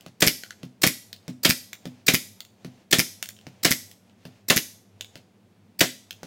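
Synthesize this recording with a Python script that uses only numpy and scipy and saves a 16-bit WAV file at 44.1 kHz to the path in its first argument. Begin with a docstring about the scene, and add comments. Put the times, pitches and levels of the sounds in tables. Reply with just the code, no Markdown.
"""Air stapler on plywood.

Eight staples go into a sheet on a workbench, in a small, faintly rumbling workshop. The nose is set
down, the valve spits, the driver slams the staple in and the board rings. After all but the last shot
the exhaust puffs and the piston clacks home. The safety catch clicks as the tool is lifted."""
import sys
import numpy as np
from scipy import signal
from scipy.fft import rfft, irfft
from scipy.io import wavfile

SR = 44100
rng = np.random.default_rng(int(sys.argv[2]) if len(sys.argv) > 2 else 0)


def log_audio(samples):
    """Write samples as a 16-bit WAV file to the path given in sys.argv[1]."""
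    # one column per channel
    frames = np.atleast_2d(samples).T
    # limit to full scale, then quantise
    limited = np.clip(frames, -1, 1)
    pcm = np.round(limited * 32767).astype(np.int16)
    wavfile.write(sys.argv[1], SR, pcm)


N = 276066
TIME_S = np.arange(N) / SR
AGE_S = np.arange(SR // 2) / SR

# Safety catch on a lift or tilt. Each row: start in seconds, relative level in dB, pitch in Hz,
# treble gain in dB, settling delay in seconds.
CATCH_CLICKS = [(.009, -40.5, 2960, 6.5, 0.016), (0.4356, -23, 1510, -7, 0.026),
                (0.5072, -22.5, 1523, -22, .02), (1.1295, -25, 4250, -1, .033),
                (1.731, -20, 1970, -0.5, 0.021), (2.405, -25, 3410, 4, 0.045),
                (3.2267, -14, 3200, 3, 0.031), (3.289, -22.5, 1950, 3, 0.017),
                (3.914, -35, 3020, 4.5, 0.017), (4.0968, -49, 2800, -15, 0.018),
                (5.0095, -18.5, 3213, -2, 0.036), (6.1079, -21.5, 3130, 1, 0.021)]
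# Nose landings. Each row: start in seconds, relative tick and thud levels in dB, slide in seconds.
LANDINGS = [(0.063, -36.5, -7, 0.0088), (.632, -35, 1.5, 0.013), (1.28, -29.5, 3, 0.017),
            (1.855, -30, 1, .14), (2.647, -34.5, 1.5, 0.15), (3.468, -37.5, -3, .13),
            (4.2528, -35, -4, 0.12), (5.1561, -34.5, -13.5, 0.022), (6.232, -31, -8, .05)]
# Staples fired. Each row: start in seconds, relative valve, board and wood crunch levels in dB.
SHOTS = [(0.2206, -1.5, -2, 3), (0.8334, -2.5, -4, 0.5), (1.449, -2.5, -3.5, -2.5), (2.0814, -1.5, -5, -4),
         (2.9266, -0.5, -5, -0.5), (3.6480, -1, -3, 2), (4.5001, 0, -7, 4.5), (5.8072, -2.5, -3.5, 4.5)]
# Trigger releases. Each row: start in seconds, relative puff and piston rebound levels in dB.
RELEASES = [(0.2653, -3, -2), (0.865, -3.5, -20), (1.492, -2, -3.5), (2.136, -2, -7), (2.9845, -3, -4.5),
            (3.7066, -6, -5.5), (4.5608, -5, -7.5)]

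# Modes of the plywood and the tool. Each row: frequency in Hz, relative level in dB, T60 in seconds.
BOARD_MODES = [(128, -11, .27), (170, -4, .12), (198, -7, .2), (249, -3.5, .3), (269, -13, .45),
               (306, 0, .13), (385, -9, .11), (435, -15, .2), (495, -8, .09), (581, -14, .12),
               (652, -4, .12), (764, -13, .11)]
STEEL_MODES = [(1694, 0, .09), (1952, -12, .41), (2017, -2, .12), (2205, 0, .08), (2470, -2, .11),
               (2902, -5, .13), (3393, -1, .09), (3690, 2, .08), (4642, -6, .12), (4974, -13, .2),
               (5260, -5, .1), (7530, -17, .2), (11800, -10, .13)]

# Source spectra. Each row: frequency in Hz, relative spectral density in dB.
RUMBLE_SPECTRUM = [(15, -86.5), (25, -60.5), (64, -32.5), (80, -21.5), (102, 3), (130, -20), (200, -3),
                   (270, -15.5), (463, -18.5), (734, -26), (863, -31.5), (936, -29.5), (3720, -40),
                   (5280, -43.5), (16000, -49)]
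RUSTLE_SPECTRUM = [(200, -6), (700, 13), (1200, 0.5), (2500, 2.5), (6300, -5.5), (9000, -11.5),
                   (16000, -22.5)]
SCRAPE_SPECTRUM = [(200, 1.5), (700, 12), (1200, -0.5), (2500, 4), (4000, -0.5), (6500, -3), (9000, -12.5),
                   (16000, -17.5)]
CATCH_SPECTRUM = [(100, -16.5), (700, -8.5), (900, -20), (1600, -5.5), (2400, -5), (3200, -4.5), (3700, -3),
                  (4400, -5.5), (7000, -6.5), (11000, -16), (14500, -9), (16000, -11.5)]
NOSE_SPECTRUM = [(100, 0), (600, 11), (1000, -0.5), (1700, 2.5), (3500, -0.5), (5800, -1.5), (8000, -10.5),
                 (16000, -16)]
VALVE_SPECTRUM = [(60, -15.5), (250, 4.5), (600, -7), (1100, -12.5), (2000, -2), (3200, -7.5), (4300, 2),
                  (5100, 4.5), (6000, -1), (8300, 1), (9700, -8), (12000, -4), (14000, 3), (16000, 1.5)]
DRIVER_SPECTRUM = [(40, -30), (150, -11.5), (350, -3), (650, -13.5), (900, -19), (1250, -12), (1800, 3.5),
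                   (2700, -0.5), (3700, 0), (5500, -3), (7500, -5.5), (9500, -12.5), (12000, -9.5),
                   (16000, -15.5)]
CRUNCH_SPECTRUM = [(60, -19), (350, -3), (650, 1.5), (900, -10), (1350, -4.5), (2200, -10.5), (6000, -27.5)]
EXHAUST_SPECTRUM = [(60, -4.5), (450, -0.5), (1200, -8.5), (2100, 0), (3200, -4.5), (5000, 2), (8000, 3),
                    (10000, -2.5), (12500, 6.5), (16000, -13.5)]
HARD_STOP_SPECTRUM = [(100, -10), (500, -5), (1000, -13), (1500, -4), (2150, 7.5), (2700, -9.5), (3300, -1),
                      (4300, -4), (5100, 3.5), (7000, -6), (9000, -10), (11700, -1), (13500, -3.5),
                      (16000, -5.5)]
SOFT_STOP_SPECTRUM = [(100, -6), (400, -8), (1000, -22), (1600, -7), (2150, 1), (3000, -6), (4200, -10),
                      (5200, -2), (6500, -8), (9000, -20), (11700, -10), (16000, -21)]

# Workshop echo tail. Each row: frequency in Hz, level in dB.
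TAIL_LEVELS = [(100, -20.5), (300, -15.5), (900, -20), (2000, -20.5), (5000, -11), (8000, -10.5),
               (12000, -9), (16000, -18)]
# Its decay. Each row: frequency in Hz, T60 in seconds.
TAIL_DECAYS = [(100, .27), (900, .3), (2000, .36), (5000, .44), (8000, .43), (12000, .39), (16000, .36)]


def from_db(db):
    """Decibels to gain."""
    return 10 ** (np.asarray(db) / 20)


def at_hz(points, hz):
    """Interpolate a table over log frequency."""
    points = np.array(points)
    return np.interp(np.log(np.maximum(hz, 1)), np.log(points[:, 0]), points[:, 1])


def add(track, start_s, sound):
    """Mix a sound in at start_s."""
    start = max(round(start_s * SR), 0)
    track[start:start + len(sound)] += sound[:max(N - start, 0)]


def colour(x, spectrum, size=4096):
    """Minimum-phase filter; keeps the power of white noise."""
    gain = from_db(at_hz(spectrum, np.linspace(0, SR / 2, size // 2 + 1)))
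    cepstrum = irfft(np.log(gain / np.sqrt(np.mean(gain ** 2))))
    cepstrum[1:size // 2] *= 2
    cepstrum[size // 2 + 1:] = 0
    return signal.fftconvolve(x, irfft(np.exp(rfft(cepstrum))))[:N]


def ring(force, modes):
    """Damped modes driven by a force; neighbours swing in opposite senses."""
    out = np.zeros(N)
    for k, (hz, db, t60_s) in enumerate(modes):
        radius = from_db(-60 / (t60_s * SR))
        feedback = [1, -2 * radius * np.cos(2 * np.pi * hz / SR), radius ** 2]
        out += (-1) ** k * from_db(db) * signal.lfilter([.5, 0, -.5], feedback, force + 1e-18)
    return out


def burst(t60_s, rise_s=0, hold_s=0):
    """Noise that swells, holds and dies: an air jet, or the dense modes of a struck part."""
    swell = np.minimum((AGE_S + 1 / SR) / (rise_s + 1 / SR), 1) ** 2
    decay = from_db(-60 * np.maximum(AGE_S - hold_s, 0) / t60_s)
    return rng.standard_normal(len(AGE_S)) * swell * decay


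def clack(t60_s, spike):
    """Hard contact: one spike, then a short rattle."""
    return burst(t60_s) + spike * (AGE_S == 0)


def push(contact_s):
    """Half-sine force of unit area; longer is duller."""
    force = np.sin(np.pi * np.minimum((AGE_S + 1 / SR) / (contact_s + 2 / SR), 1))
    return force / force.sum()


def air_pulse(delay_s, width_s):
    """A brief displacement of air radiates its second derivative."""
    u = (AGE_S - delay_s) / width_s
    return (u * u - 1) * np.exp(-u * u / 2)


def hand_speed(peak_s, hold_s=0, attack_s=.076, release_s=.05):
    """Hand speed, 0 to 1: builds, holds, dies away."""
    before_s = np.maximum(peak_s - TIME_S, 0)
    after_s = np.maximum(TIME_S - peak_s - hold_s, 0)
    return np.exp(-(before_s / attack_s) ** 2 - (after_s / release_s) ** 2)


def room_rumble(level_db=-58):
    """Steady low room noise."""
    return from_db(level_db) * colour(rng.standard_normal(N), RUMBLE_SPECTRUM)


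def lift_rustle(lift_db=-67, hiss_db=-71):
    """The tool rustles as it is lifted, over steady room hiss."""
    speed = np.max([hand_speed(start_s) for start_s, *_ in CATCH_CLICKS], axis=0)
    envelope = np.hypot(from_db(hiss_db), from_db(lift_db) * speed)
    return envelope * colour(rng.standard_normal(N), RUSTLE_SPECTRUM)


def snap(db, hz, treble_db):
    """A small steel part snaps: a clack with one resonance and a treble shelf."""
    hit = from_db(db - 6.5) * clack(t60_s=.015, spike=1.7)
    body = signal.lfilter(*signal.iirpeak(hz, Q=4.8, fs=SR), hit)
    treble = signal.lfilter(*signal.butter(1, 5500, "high", fs=SR), hit)
    return hit + from_db(5) * body + (from_db(treble_db) - 1) * treble


def catch_and_magazine(settle_db=-14.5, press_delay_s=.02, rattle_start_s=3.3659, rattle_gap_s=.023):
    """The catch snaps out, settles, and is pressed in on landing; loose staples tap in the magazine."""
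    out = np.zeros(N)
    for start_s, db, hz, treble_db, settle_s in CATCH_CLICKS:
        add(out, start_s, snap(db, hz, treble_db))
        add(out, start_s + settle_s, snap(db + settle_db, hz, treble_db))
    for start_s, tick_db, _, _ in LANDINGS:
        add(out, start_s + press_delay_s, snap(tick_db - 12.5, hz=4600, treble_db=5))
    for k in range(3):
        add(out, rattle_start_s + k * rattle_gap_s, snap(db=-41, hz=2800, treble_db=-9.5))
    return colour(out, CATCH_SPECTRUM)


def nose_scrape(level_db=-63):
    """The steel nose slides over plywood to its mark."""
    speed = np.max([hand_speed(start_s, slide_s) for start_s, _, _, slide_s in LANDINGS], axis=0)
    return from_db(level_db) * speed * colour(rng.standard_normal(N), SCRAPE_SPECTRUM)


def nose_landings(firm_contact_s=.0027, firm_tick_db=-28.5, halving_db=9):
    """The nose ticks on the wood; the tool's weight dips the board and sets it ringing."""
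    tick, board_force, dip = np.zeros((3, N))
    for start_s, tick_db, thud_db, _ in LANDINGS:
        contact_s = firm_contact_s * 2 ** ((firm_tick_db - tick_db) / halving_db)  # firmer is shorter
        touch = from_db(2.5) * clack(t60_s=.011, spike=1.9) + from_db(-13) * burst(t60_s=.13)
        add(tick, start_s, from_db(tick_db) * touch)
        add(board_force, start_s + .00054, from_db(thud_db - 27.5) * push(contact_s))
        add(dip, start_s, -from_db(thud_db - 29.5) * air_pulse(delay_s=.0055, width_s=.001))
    return colour(tick, NOSE_SPECTRUM) + ring(board_force, BOARD_MODES) + dip


def shots(valve_lead_s=.019, seat_lag_s=.003, recoil_lag_s=.0062):
    """The valve spits; the driver shears off a staple and seats it; the tool recoils on the board."""
    hiss, crack, crunch, steel_force, board_force, thump = np.zeros((6, N))
    for start_s, valve_db, board_db, crunch_db in SHOTS:
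        spit = burst(t60_s=.034, rise_s=.006, hold_s=.0068)
        add(hiss, start_s - valve_lead_s, from_db(valve_db - 19) * spit)
        # Same air pressure every shot, so the driver's levels are constant.
        add(crack, start_s, from_db(-8) * clack(t60_s=.011, spike=-3))
        add(crack, start_s + seat_lag_s, from_db(-6.5) * burst(t60_s=.026, hold_s=.00052))
        add(crack, start_s + recoil_lag_s, from_db(-19.5) * burst(t60_s=.2))  # magazine rattle
        add(crunch, start_s, from_db(crunch_db - 17.5) * burst(t60_s=.1, rise_s=.0063))
        add(steel_force, start_s + rng.uniform(0, seat_lag_s), from_db([-28]))
        add(board_force, start_s + seat_lag_s, from_db(board_db - 22) * push(contact_s=.000067))
        add(thump, start_s, from_db(board_db - 7) * air_pulse(delay_s=.0087, width_s=.00085))
    impact = colour(crack, DRIVER_SPECTRUM) + colour(crunch, CRUNCH_SPECTRUM) + thump
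    ringing = ring(steel_force, STEEL_MODES) + ring(board_force, BOARD_MODES)
    return colour(hiss, VALVE_SPECTRUM) + impact + ringing


def exhaust(spurt_db=-20, trail_db=-41):
    """The cylinder vents: a low puff, a spurt of hiss, then a slower trail of air."""
    hiss, puff = np.zeros((2, N))
    for start_s, puff_db, _ in RELEASES:
        spurt = burst(t60_s=.045, rise_s=.0012, hold_s=.003)
        spurt += burst(t60_s=.06, rise_s=.002, hold_s=.01) / 2
        add(hiss, start_s - .0005, from_db(spurt_db) * spurt)
        add(hiss, start_s, from_db(trail_db) * burst(t60_s=.43, rise_s=.0086, hold_s=.03))
        add(puff, start_s, from_db(puff_db - 10) * air_pulse(delay_s=.0048, width_s=.0012))
    return colour(hiss, EXHAUST_SPECTRUM) + puff


def piston_return(return_s=.0092, rebound_s=.0066, stop_db=-1.5, stop_hardness=.85, rebound_hardness=.14):
    """The piston clacks brightly on its top stop and rebounds once, duller."""
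    hard, soft, steel_force, board_force = np.zeros((4, N))
    for start_s, _, rebound_db in RELEASES:
        stop = (start_s + return_s, stop_db, stop_hardness)
        rebound = (start_s + return_s + rebound_s, rebound_db, rebound_hardness)
        for hit_s, db, hardness in (stop, rebound):
            blow = clack(t60_s=.01, spike=5.5)
            add(hard, hit_s, from_db(db - 5) * hardness * blow)
            add(soft, hit_s, from_db(db - 4) * (1 - hardness) * blow)
            add(steel_force, hit_s, from_db([db - 39.5]))
            add(board_force, hit_s, from_db(db - 40) * push(contact_s=.0016))  # jolt through the nose
    clacks = colour(hard, HARD_STOP_SPECTRUM) + colour(soft, SOFT_STOP_SPECTRUM)
    return clacks + ring(steel_force, STEEL_MODES) + ring(board_force, BOARD_MODES)


def workshop_echo(x, delay_s=.007, early_db=-9, early_t60_s=.081, low_cut_hz=170):
    """Near surfaces answer fast; the diffuse tail dies at its own rate per band. 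Thin in the bass."""
    age_s = np.arange(SR) / SR
    edges_hz = np.geomspace(50, 18000, 15)
    white, response = rng.standard_normal((2, SR)), np.zeros(SR)
    early = from_db(-60 * age_s / early_t60_s)
    early *= from_db(early_db) / np.linalg.norm(early)
    for k, (low_hz, high_hz) in enumerate(zip(edges_hz, edges_hz[1:])):
        centre_hz = np.sqrt(low_hz * high_hz)
        tail = from_db(-60 * age_s / at_hz(TAIL_DECAYS, centre_hz))
        tail *= from_db(at_hz(TAIL_LEVELS, centre_hz)) / np.linalg.norm(tail)
        band = signal.butter(2, [low_hz, high_hz], "band", fs=SR, output="sos")
        response += signal.sosfilt(band, white[k % 2] * np.hypot(tail, early))
    echo = np.zeros(N)
    add(echo, delay_s, signal.fftconvolve(x, response)[:N])
    return signal.sosfilt(signal.butter(2, low_cut_hz, "high", fs=SR, output="sos"), echo)


def scene():
    """Close stapler, its echo, room and handling noise; mono."""
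    tool = shots() + exhaust() + piston_return() + nose_landings() + catch_and_magazine()
    return (tool + workshop_echo(tool) + room_rumble() + lift_rustle() + nose_scrape())[None]


def record(dry, ceiling=.85, cutoff_hz=16000):
    """Soft clip, then a steep low-pass."""
    rounded = ceiling * dry / (ceiling ** 4 + dry ** 4) ** .25
    return signal.sosfilt(signal.ellip(10, .1, 90, cutoff_hz, fs=SR, output="sos"), rounded)


dry = scene()
out = record(dry)
log_audio(out)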